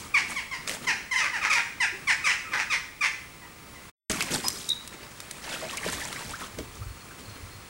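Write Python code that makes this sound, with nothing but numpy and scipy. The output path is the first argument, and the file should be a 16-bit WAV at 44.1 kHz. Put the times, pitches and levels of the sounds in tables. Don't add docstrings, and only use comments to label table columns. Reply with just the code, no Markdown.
import sys
import numpy as np
from scipy import signal
from scipy.fft import rfft, irfft, next_fast_len
from scipy.io import wavfile
from scipy.ndimage import map_coordinates

SR = 44100
rng = np.random.default_rng(int(sys.argv[2]) if len(sys.argv) > 2 else 0)


def master_out(mix):
    frames = np.transpose(np.atleast_2d(mix))
    ceiling = np.clip(frames, -1, 1)
    pcm = np.round(ceiling * 32767).astype(np.int16)
    wavfile.write(sys.argv[1], SR, pcm)


N = 339129
T = np.arange(N) / SR
BREAK_S, BATH_S = 3.897, 4.097
TOP_HZ = 15850

# (frequency [Hz], level [dB])
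SLOSH_TONE = [(70, -9.5), (140, -0.5), (260, 3.5), (450, 0), (800, -26.5)]
SPLASH_TONE = [(250, -20.5), (550, -2.5), (1000, -7.5), (1900, 2.5), (3000, -1), (5000, -4), (9000, -27)]
SPRAY_TONE = [(1500, -24), (3500, -2.5), (6000, 3), (8500, 3.5), (11000, -2.5), (13500, -9.5), (15500, -45)]
# (time [s], level [dB])
CHURNING = [(4.1, -39.5), (4.38, -39.5), (4.55, -56), (4.8, -54), (5.1, -53), (5.4, -49), (5.55, -43.5),
            (5.9, -42), (6.2, -42), (6.5, -53.5), (6.9, -58), (7.68, -55.5)]
# (time [s], length [s], splash level [dB], slosh above splash [dB], spray above splash [dB])
GOOSE_STROKES = [(0, 0.032, -49, -10, 6), (0.293, 0.025, -40.5, -7.5, 0.5), (0.687, 0.055, -37.5, -9, -0.5),
                 (0.823, 0.084, -44, -3, -5.5), (2.3, 0.018, -52, -0.5, -6), (2.52, 0.043, -45, -4, -12),
                 (4.099, 0.014, -32, -2.5, 1), (4.165, .06, -42, -2.5, -1), (4.317, .035, -35, 2, 2),
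                 (4.441, .02, -41.5, -1, 2), (4.533, 0.06, -49, -1, 8), (4.625, .08, -53, -2.5, 8.5),
                 (4.924, .02, -49, -2, -15), (5.01, .04, -50, -0.5, -14), (5.449, 0.065, -43, -8.5, -7),
                 (5.525, .04, -38, -17, -4), (5.632, 0.032, -46.5, 0.5, -9), (5.855, .035, -34, -6, -5),
                 (5.92, .02, -41.5, -3, 4.5), (6, 0.03, -39, -22, -1), (6.25, 0.088, -50.5, -2.5, 3.5),
                 (6.409, 0.034, -46.5, -2.5, 0.5), (6.588, .006, -47, 9, -3), (6.747, .02, -58, 3.5, 5),
                 (7.193, 0.013, -58.5, 8, 4), (7.358, 0.025, -56, 6, -8)]


def water():
    big = bubbles(1500, low_hz=150.3, high_hz=620, cycles=1.5, spread_db=2, rise=.023)
    slosh = unit(noise(SLOSH_TONE) + .9 * unit(coloured(big, SLOSH_TONE)))
    fizz = bubbles(5000, low_hz=509, high_hz=4190, cycles=4.4, spread_db=1, rise=.087)
    gurgle = bubbles(1500, low_hz=800, high_hz=3300, cycles=14, spread_db=2.4, rise=.13)
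    splash = unit(noise(SPLASH_TONE) + unit(coloured(fizz, SPLASH_TONE)) + 1.2 * gurgle)
    mist = .88 * noise(SPRAY_TONE)
    tiny = bubbles(5000, low_hz=2800, high_hz=13570, cycles=6.8, spread_db=4, rise=.12)
    spray = unit(mist + unit(coloured(tiny, SPRAY_TONE)))
    lapping = amp(-50.5 - 3 * T + 4 * wobble(9)) * (T < BATH_S)
    churning = amp(np.interp(T, *np.transpose(CHURNING))) * (T >= BATH_S)
    # (loudness curve, slosh above splash [dB], spray above splash [dB])
    motions = [(lapping, -3, -9), (churning, -7, -3)]
    for start, length, db, slosh_db, spray_db in GOOSE_STROKES:
        stroke = amp(db) * rise_and_fade(start, length, attack_s=.02, fall_db_per_s=231.5)
        motions.append((stroke, slosh_db, spray_db))
    power = sum((amp([[slosh_db], [0], [spray_db]]) * curve) ** 2
                for curve, slosh_db, spray_db in motions)
    slosh_gain, splash_gain, spray_gain = np.sqrt(power)
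    flicker = amp(1.5 * wobble(60))
    return slosh_gain * slosh + flicker * (splash_gain * splash + spray_gain * spray)


def bubbles(count, low_hz, high_hz, cycles, spread_db, rise):
    t = np.arange(900) / SR
    when, pitch, softness = rng.random((count, 3)).T[:, :, None]
    hz = low_hz * (high_hz / low_hz) ** pitch
    age = t * hz / cycles
    phase = np.cumsum(hz * (1 + rise * np.minimum(age, 4)), axis=1) / SR
    strength = amp(-spread_db * np.log(.02 + softness))
    rings = strength * np.exp(-age) * (1 - t / t[-1]) * np.sin(2 * np.pi * phase)
    positions = (when * N).astype(int) + np.arange(len(t))
    return unit(np.bincount(positions.ravel(), rings.ravel(), N)[:N])


# (time [s], relative level [dB], extra level for the slap [dB])
WET_SNAPS = [(.676, -17, -7.5), (.695, -16, -8.5), (0.713, -24, -7), (4.115, -12, -19), (4.207, -16, -5.5),
             (4.224, -10, -19.5), (4.342, -13, -29), (4.483, -2.5, -41), (4.503, -16, -19),
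             (4.691, -11, -35), (4.876, -20.5, -25), (5.203, -19, -15.5), (5.311, -15.5, -23),
             (5.71, -21.5, -14), (5.772, -14, -18), (5.9, -18, -28), (5.924, -17.5, -24), (6.128, -21, -8),
             (6.587, -23, -10.5)]


def snaps():
    out, t = np.zeros(N), np.arange(SR // 10) / SR
    tick = coloured(1.0 * (t == 0), SPRAY_TONE)
    tick = .25 * tick / np.abs(tick).max()
    fade = amp(-60 * t / .016) + amp(-21 - 60 * t / .1)
    for start, db, slap_db in WET_SNAPS:
        add(out, start, amp(db) * tick)
        for tone, burst_db in (SPLASH_TONE, slap_db + 2), (SPRAY_TONE, -12):
            add(out, start, amp(db + burst_db) * fade * noise(tone, len(t)))
    return out


# (time [s], pitch [Hz], level [dB])
BIG_BUBBLES = [(1.922, 383, -38), (4.209, 2360, -13), (4.44, 943, -25), (5.622, 655, -27),
               (5.692, 2800, -21.5), (5.73, 1094, -30), (5.776, 2560, -19), (5.828, 1770, -23.5),
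               (5.925, 1650, -28), (6.012, 1660, -23.5), (6.158, 2010, -23.5), (6.334, 1385, -24),
               (6.413, 1125, -28), (6.818, 1300, -35.5), (7.105, 1356, -35)]


def glugs(cycles=38, attack_s=.0047):
    out = np.zeros(N)
    for start, pitch_hz, db in BIG_BUBBLES:
        life = cycles / pitch_hz
        rise_octaves = .13 * pitch_hz / 1000
        t = np.arange(int(2 * life * SR)) / SR
        hz = pitch_hz * 2 ** (rise_octaves * t / life) * (1 + .13 * wobble(400, len(t)))
        loudness = amp(db - 20 * t / life) * (1 - np.exp(-t / attack_s))
        add(out, start, loudness * sine(hz))
    return out


# (time [s], relative level [dB])
BUMPS = [(4.105, -32), (4.344, -44), (5.863, -25), (6.589, -29)]
# (pitch [Hz], relative level [dB], time to fade by 60 dB [s])
POOL_NOTES = [(178, -8, 0.12), (292, -15, 0.062), (430, -1.5, 0.037), (628, 3.5, 0.063), (890, -13, 0.039),
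              (1910, -14, .02)]


def knocks(level_db=-6):
    out, t = np.zeros(N), np.arange(SR // 5) / SR
    for start, db in BUMPS:
        for hz, note_db, fade_s in POOL_NOTES:
            fade = amp(note_db + rng.normal(0, 5.3) - 60 * t / fade_s)
            ring = fade * np.sin(2 * np.pi * hz * t) * rng.choice([-1, 1])
            add(out, start, amp(db + level_db) * ring)
    return out


# (time [s], length [s], level [dB])
WEIGHT_SHIFTS = [(4.091, 0.018, -41), (4.325, 0.031, -49.5), (4.46, 0.093, -57), (5.87, .12, -47),
                 (6.229, .09, -47), (6.532, .25, -48), (6.808, .08, -35), (7.287, 0.028, -44),
                 (7.425, 0.026, -43.5), (7.53, .02, -46)]
# (frequency [Hz], level [dB])
POOL_WALL_TONE = [(20, -23.5), (50, 0), (78, -3.5), (110, 0.5), (220, -50.5)]


def wall_rumble():
    bending = sum(amp(db) * rise_and_fade(start, length, attack_s=.025, fall_db_per_s=300)
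                  for start, length, db in WEIGHT_SHIFTS)
    return bending * noise(POOL_WALL_TONE)


# (time [s], length [s], starting pitch [Hz], fall [octaves],
# relative level [dB], roughness [0-1], extra treble [dB])
JACKDAW_CALLS = [(.139, 0.031, 1229, 0.28, -18.5, 0.15, -4.5), (0.161, 0.04, 1000, .4, -24, 0.86, 0),
                 (0.356, 0.046, 1180, .46, -29, 0.1, 0), (0.509, 0.054, 1110, .28, -32.5, 0.37, 0),
                 (0.867, .051, 1066, 0.44, -22, 0.37, -1), (1.11, .046, 1081, .35, -25, 0.14, -0.5),
                 (1.154, .061, 1050, 0.3, -23.5, 0.31, 1), (1.208, 0.059, 1296, .36, -26.5, 0.8, -3.5),
                 (1.326, 0.055, 1011, .47, -28.5, 0.46, -3), (1.411, 0.059, 1311, .72, -25, 0.9, -2.5),
                 (1.496, .036, 1288, .31, -19.5, .37, -1), (1.523, .024, 1280, .2, -19.5, .55, 4),
                 (1.555, 0.043, 1006, 0.36, -23.5, 0.8, -2.5), (1.8, 0.052, 1050, .51, -21.5, 0.18, -1.5),
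                 (2.07, .052, 1179, .72, -20.5, 0.34, 0), (2.238, 0.057, 1279, 0.51, -22.5, 0.53, 2.5),
                 (2.288, 0.041, 1052, .4, -23.5, 0.8, -.5), (2.446, .05, 1350, 0.18, -40.5, 0.35, -14),
                 (2.514, 0.047, 1273, 0.69, -26.5, 0.94, -3), (2.566, 0.055, 1031, 0.53, -27.5, 0.81, -1.5),
                 (2.697, .056, 1305, .52, -24, 0.58, -.5), (3.007, 0.06, 1228, .54, -22, 0.56, 0),
                 (3.414, 0.039, 1020, 0.13, -46, 0.3, -12), (3.752, 0.026, 1060, .17, -45, 0, -11)]
# (frequency [Hz], level [dB])
THROAT_TONE = [(400, -27.5), (750, -14), (1150, -12), (1450, -4.5), (1900, -1), (2450, -1), (2900, -11),
               (3600, -17), (4400, -16.5), (5500, -13.5), (7000, -21.5), (10000, -28), (13000, -48.5)]


def jackdaws(attack_s=.008, release_s=.015):
    out = np.zeros(N)
    multiple = np.arange(1, 25)[:, None] / 2
    for start, length, first_hz, fall, db, rough, bright_db in JACKDAW_CALLS:
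        t = np.arange(int((length + release_s) * SR)) / SR
        progress = t / length
        rasp = rough * np.clip(2.11 * progress - .2, .05, 1)
        jitter = (.011 + .08 * rasp) * wobble(893, len(t))
        hz = first_hz * 2 ** (-fall * progress ** 1.4) * (1 + jitter)
        tones_hz = multiple * hz
        treble = np.clip(tones_hz / 1500 - 1.7, 0, 1)
        tones_db = along(THROAT_TONE, tones_hz) + (bright_db + 5 * (rasp - .4)) * treble
        tones_db += 8 * rough * np.clip(-bright_db / 3, 0, 1) * (tones_hz < 1700)
        tones_db += 5 * np.clip((-27 - db) / 3, 0, 1) * (multiple == 1)
        waver_db = 3 * np.minimum(multiple / 4, 1) * np.array([wobble(70, len(t)) for _ in multiple])
        halfway = np.where(multiple % 1, .77 * rasp, 1)
        gains = amp(tones_db + waver_db) * halfway * (tones_hz < TOP_HZ)
        blur = .45 * np.maximum(multiple - 2, 0) * np.array([wobble(260.7, len(t)) for _ in multiple])
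        phase = multiple * np.cumsum(hz) / SR + rng.random(multiple.shape)
        voice = unit((gains * np.sin(2 * np.pi * phase + blur)).sum(0))
        hiss = .29 * np.sqrt(rasp) * noise(THROAT_TONE, len(t))
        flutter = np.exp(.57 * rasp * wobble(596.3, len(t)))
        fades = np.clip(t / attack_s, 0, 1) * np.clip((t[-1] - t) / (2 * release_s), 0, 1)
        loudness = amp(db - 2.5 * (progress - .5)) * fades
        add(out, start, loudness * unit((voice + hiss) * flutter))
    return out


# (time [s], length [s], pitch [Hz], level [dB], warble [share of pitch],
# extra level sent to the echo [dB])
SONGBIRD_WHISTLES = [(4.434, 0.049, 5040, -34, .004, 8), (4.458, 0.033, 5056, -27.5, 0.0033, 5),
                     (4.684, 0.0552, 3737, -21.5, 0.033, 0)]


def songbirds(warble_hz=72):
    direct, to_trees = np.zeros(N), np.zeros(N)
    for start, length, pitch_hz, db, warble, echo_db in SONGBIRD_WHISTLES:
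        t = np.arange(int(length * SR)) / SR
        pulse = -np.cos(2 * np.pi * warble_hz * (t - length / 2))
        swell = np.sin(np.pi * t / length) * (1 + np.clip(22 * warble, 0, 1) * pulse)
        hz = pitch_hz * (1 + warble * (pulse + .61 * wobble(500, len(t))))
        note = amp(db) * swell * sine(hz)
        add(direct, start, note)
        add(to_trees, start, amp(echo_db) * note)
    return direct, to_trees


# (time [s], length [s], pitch [Hz], level [dB])
DISTANT_NOTES = [(6.64, .07, 4400, -59), (6.79, .05, 4430, -64), (6.9, .14, 4320, -60),
                 (7.22, .07, 4500, -61), (7.26, 0.1, 4220, -56), (7.51, 0.12, 4240, -57)]


def distant_songbird(trill_hz=17):
    out = np.zeros(N)
    for start, length, pitch_hz, db in DISTANT_NOTES:
        hz = pitch_hz * (1 + .005 * wobble(250))
        out += amp(db) * rise_and_fade(start, length, attack_s=.02, fall_db_per_s=150) * sine(hz)
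    return out * amp(2.5 * wobble(50) + 3 * np.sin(2 * np.pi * trill_hz * T))


def single_echo(sound, delay_s=.021, level_db=-6):
    out = np.zeros(N)
    add(out, delay_s, amp(level_db) * sound)
    return out


# (frequency [Hz], time to fade by 60 dB [s])
WOOD_FADE = [(300, 0.22), (2200, 0.61), (5000, 0.56), (12000, 0.65)]


def woodland_echo(sound, trunks_db, tail_db, delay_s, trunks_fade_s):
    out, size, step = np.zeros(N), SR * 3 // 4, SR // 4
    t = np.arange(size) / SR
    for centre in range(0, N, step):
        hz, age, bands = signal.stft(rng.standard_normal(size), SR, nperseg=256)
        fade = amp(-60 * age / along(WOOD_FADE, hz)[:, None])
        tail = signal.istft(bands * fade, SR, nperseg=256)[1][:size]
        bounces = rng.standard_normal(size) * (rng.random(size) < 500 / SR)
        trunks = bounces * amp(-60 * t / trunks_fade_s)
        echo = (amp(trunks_db) * unit(trunks) + amp(tail_db) * unit(tail)) / np.sqrt(size)
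        first, last = max(0, centre - step), min(N, centre + step)
        piece = sound[first:last] * np.cos(np.pi / 2 * (np.arange(first, last) - centre) / step)
        add(out, first / SR + delay_s, signal.fftconvolve(piece, echo))
    return out


# (frequency [Hz], level [dB])
AIR_TONE = [(12, -22.5), (20, -3), (54, 3.5), (132, 2.5), (242, -1.5), (347, -4), (555, -6), (638, -9),
            (1240, -4), (1640, -9.5), (2220, -6.5), (3180, -13), (9900, -16), (13100, -26), (15000, -46.5)]


def outdoor_air():
    return amp(-48 + 1.45 * wobble(3.4)) * noise(AIR_TONE)


def electronic_whine(hz=15671):
    return amp(-60) * unit(np.sin(2 * np.pi * hz * T))


def amp(db):
    return 10 ** (np.asarray(db) / 20)


def unit(sound):
    return sound / np.sqrt(np.mean(sound ** 2) + 1e-20)


def sine(hz):
    return np.sin(2 * np.pi * np.cumsum(hz) / SR)


def along(points, hz):
    frequencies, values = np.transpose(points)
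    return np.interp(np.log(hz + 1), np.log(frequencies + 1), values)


def wobble(rate, size=N):
    return map_coordinates(rng.standard_normal(int(size * rate / SR) + 4), [np.arange(size) * rate / SR])


def rise_and_fade(start, length, attack_s, fall_db_per_s):
    rise = np.clip(1 + (T - start) / attack_s, 0, 1)
    return rise * amp(-np.clip(fall_db_per_s * (T - start - length), 0, 200))


def coloured(sound, tone, size=8192):
    log_gain = np.log(amp(along(tone, np.fft.rfftfreq(size, 1 / SR))))
    fold = np.r_[1, np.full(size // 2 - 1, 2), 1, np.zeros(size // 2 - 1)]
    ring = irfft(np.exp(rfft(irfft(log_gain) * fold)))
    return signal.fftconvolve(sound, ring)[:len(sound)]


def noise(tone, size=N):
    return unit(coloured(rng.standard_normal(size), tone))


def add(track, start_s, sound):
    first = max(0, round(start_s * SR))
    track[first:first + len(sound)] += sound[:max(0, N - first)]


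def scene():
    calls = amp(-1) * jackdaws()
    whistles, to_trees = songbirds()
    pool = water() + wall_rumble() + snaps() + glugs() + knocks()
    echoes = single_echo(calls)
    echoes += woodland_echo(calls, trunks_db=-8.5, tail_db=-4.5, delay_s=.018, trunks_fade_s=.14)
    echoes += woodland_echo(to_trees, trunks_db=-20, tail_db=-16, delay_s=.032, trunks_fade_s=.24)
    echoes += woodland_echo(pool, trunks_db=-24, tail_db=-13, delay_s=.011, trunks_fade_s=.13)
    background = outdoor_air() + electronic_whine()
    return (pool + calls + whistles + distant_songbird() + echoes + background)[None]


def record(dry):
    gate = np.interp(T, [BREAK_S, BREAK_S + .003, BREAK_S + .02, BATH_S, BATH_S + .001],
                     [1, .25, 0, 0, 1])
    size = next_fast_len(N + SR // 4)
    kept = np.fft.rfftfreq(size, 1 / SR) < TOP_HZ
    return irfft(rfft(dry * gate, size) * kept, size)[:, :N]


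dry = scene()
out = record(dry)
master_out(out)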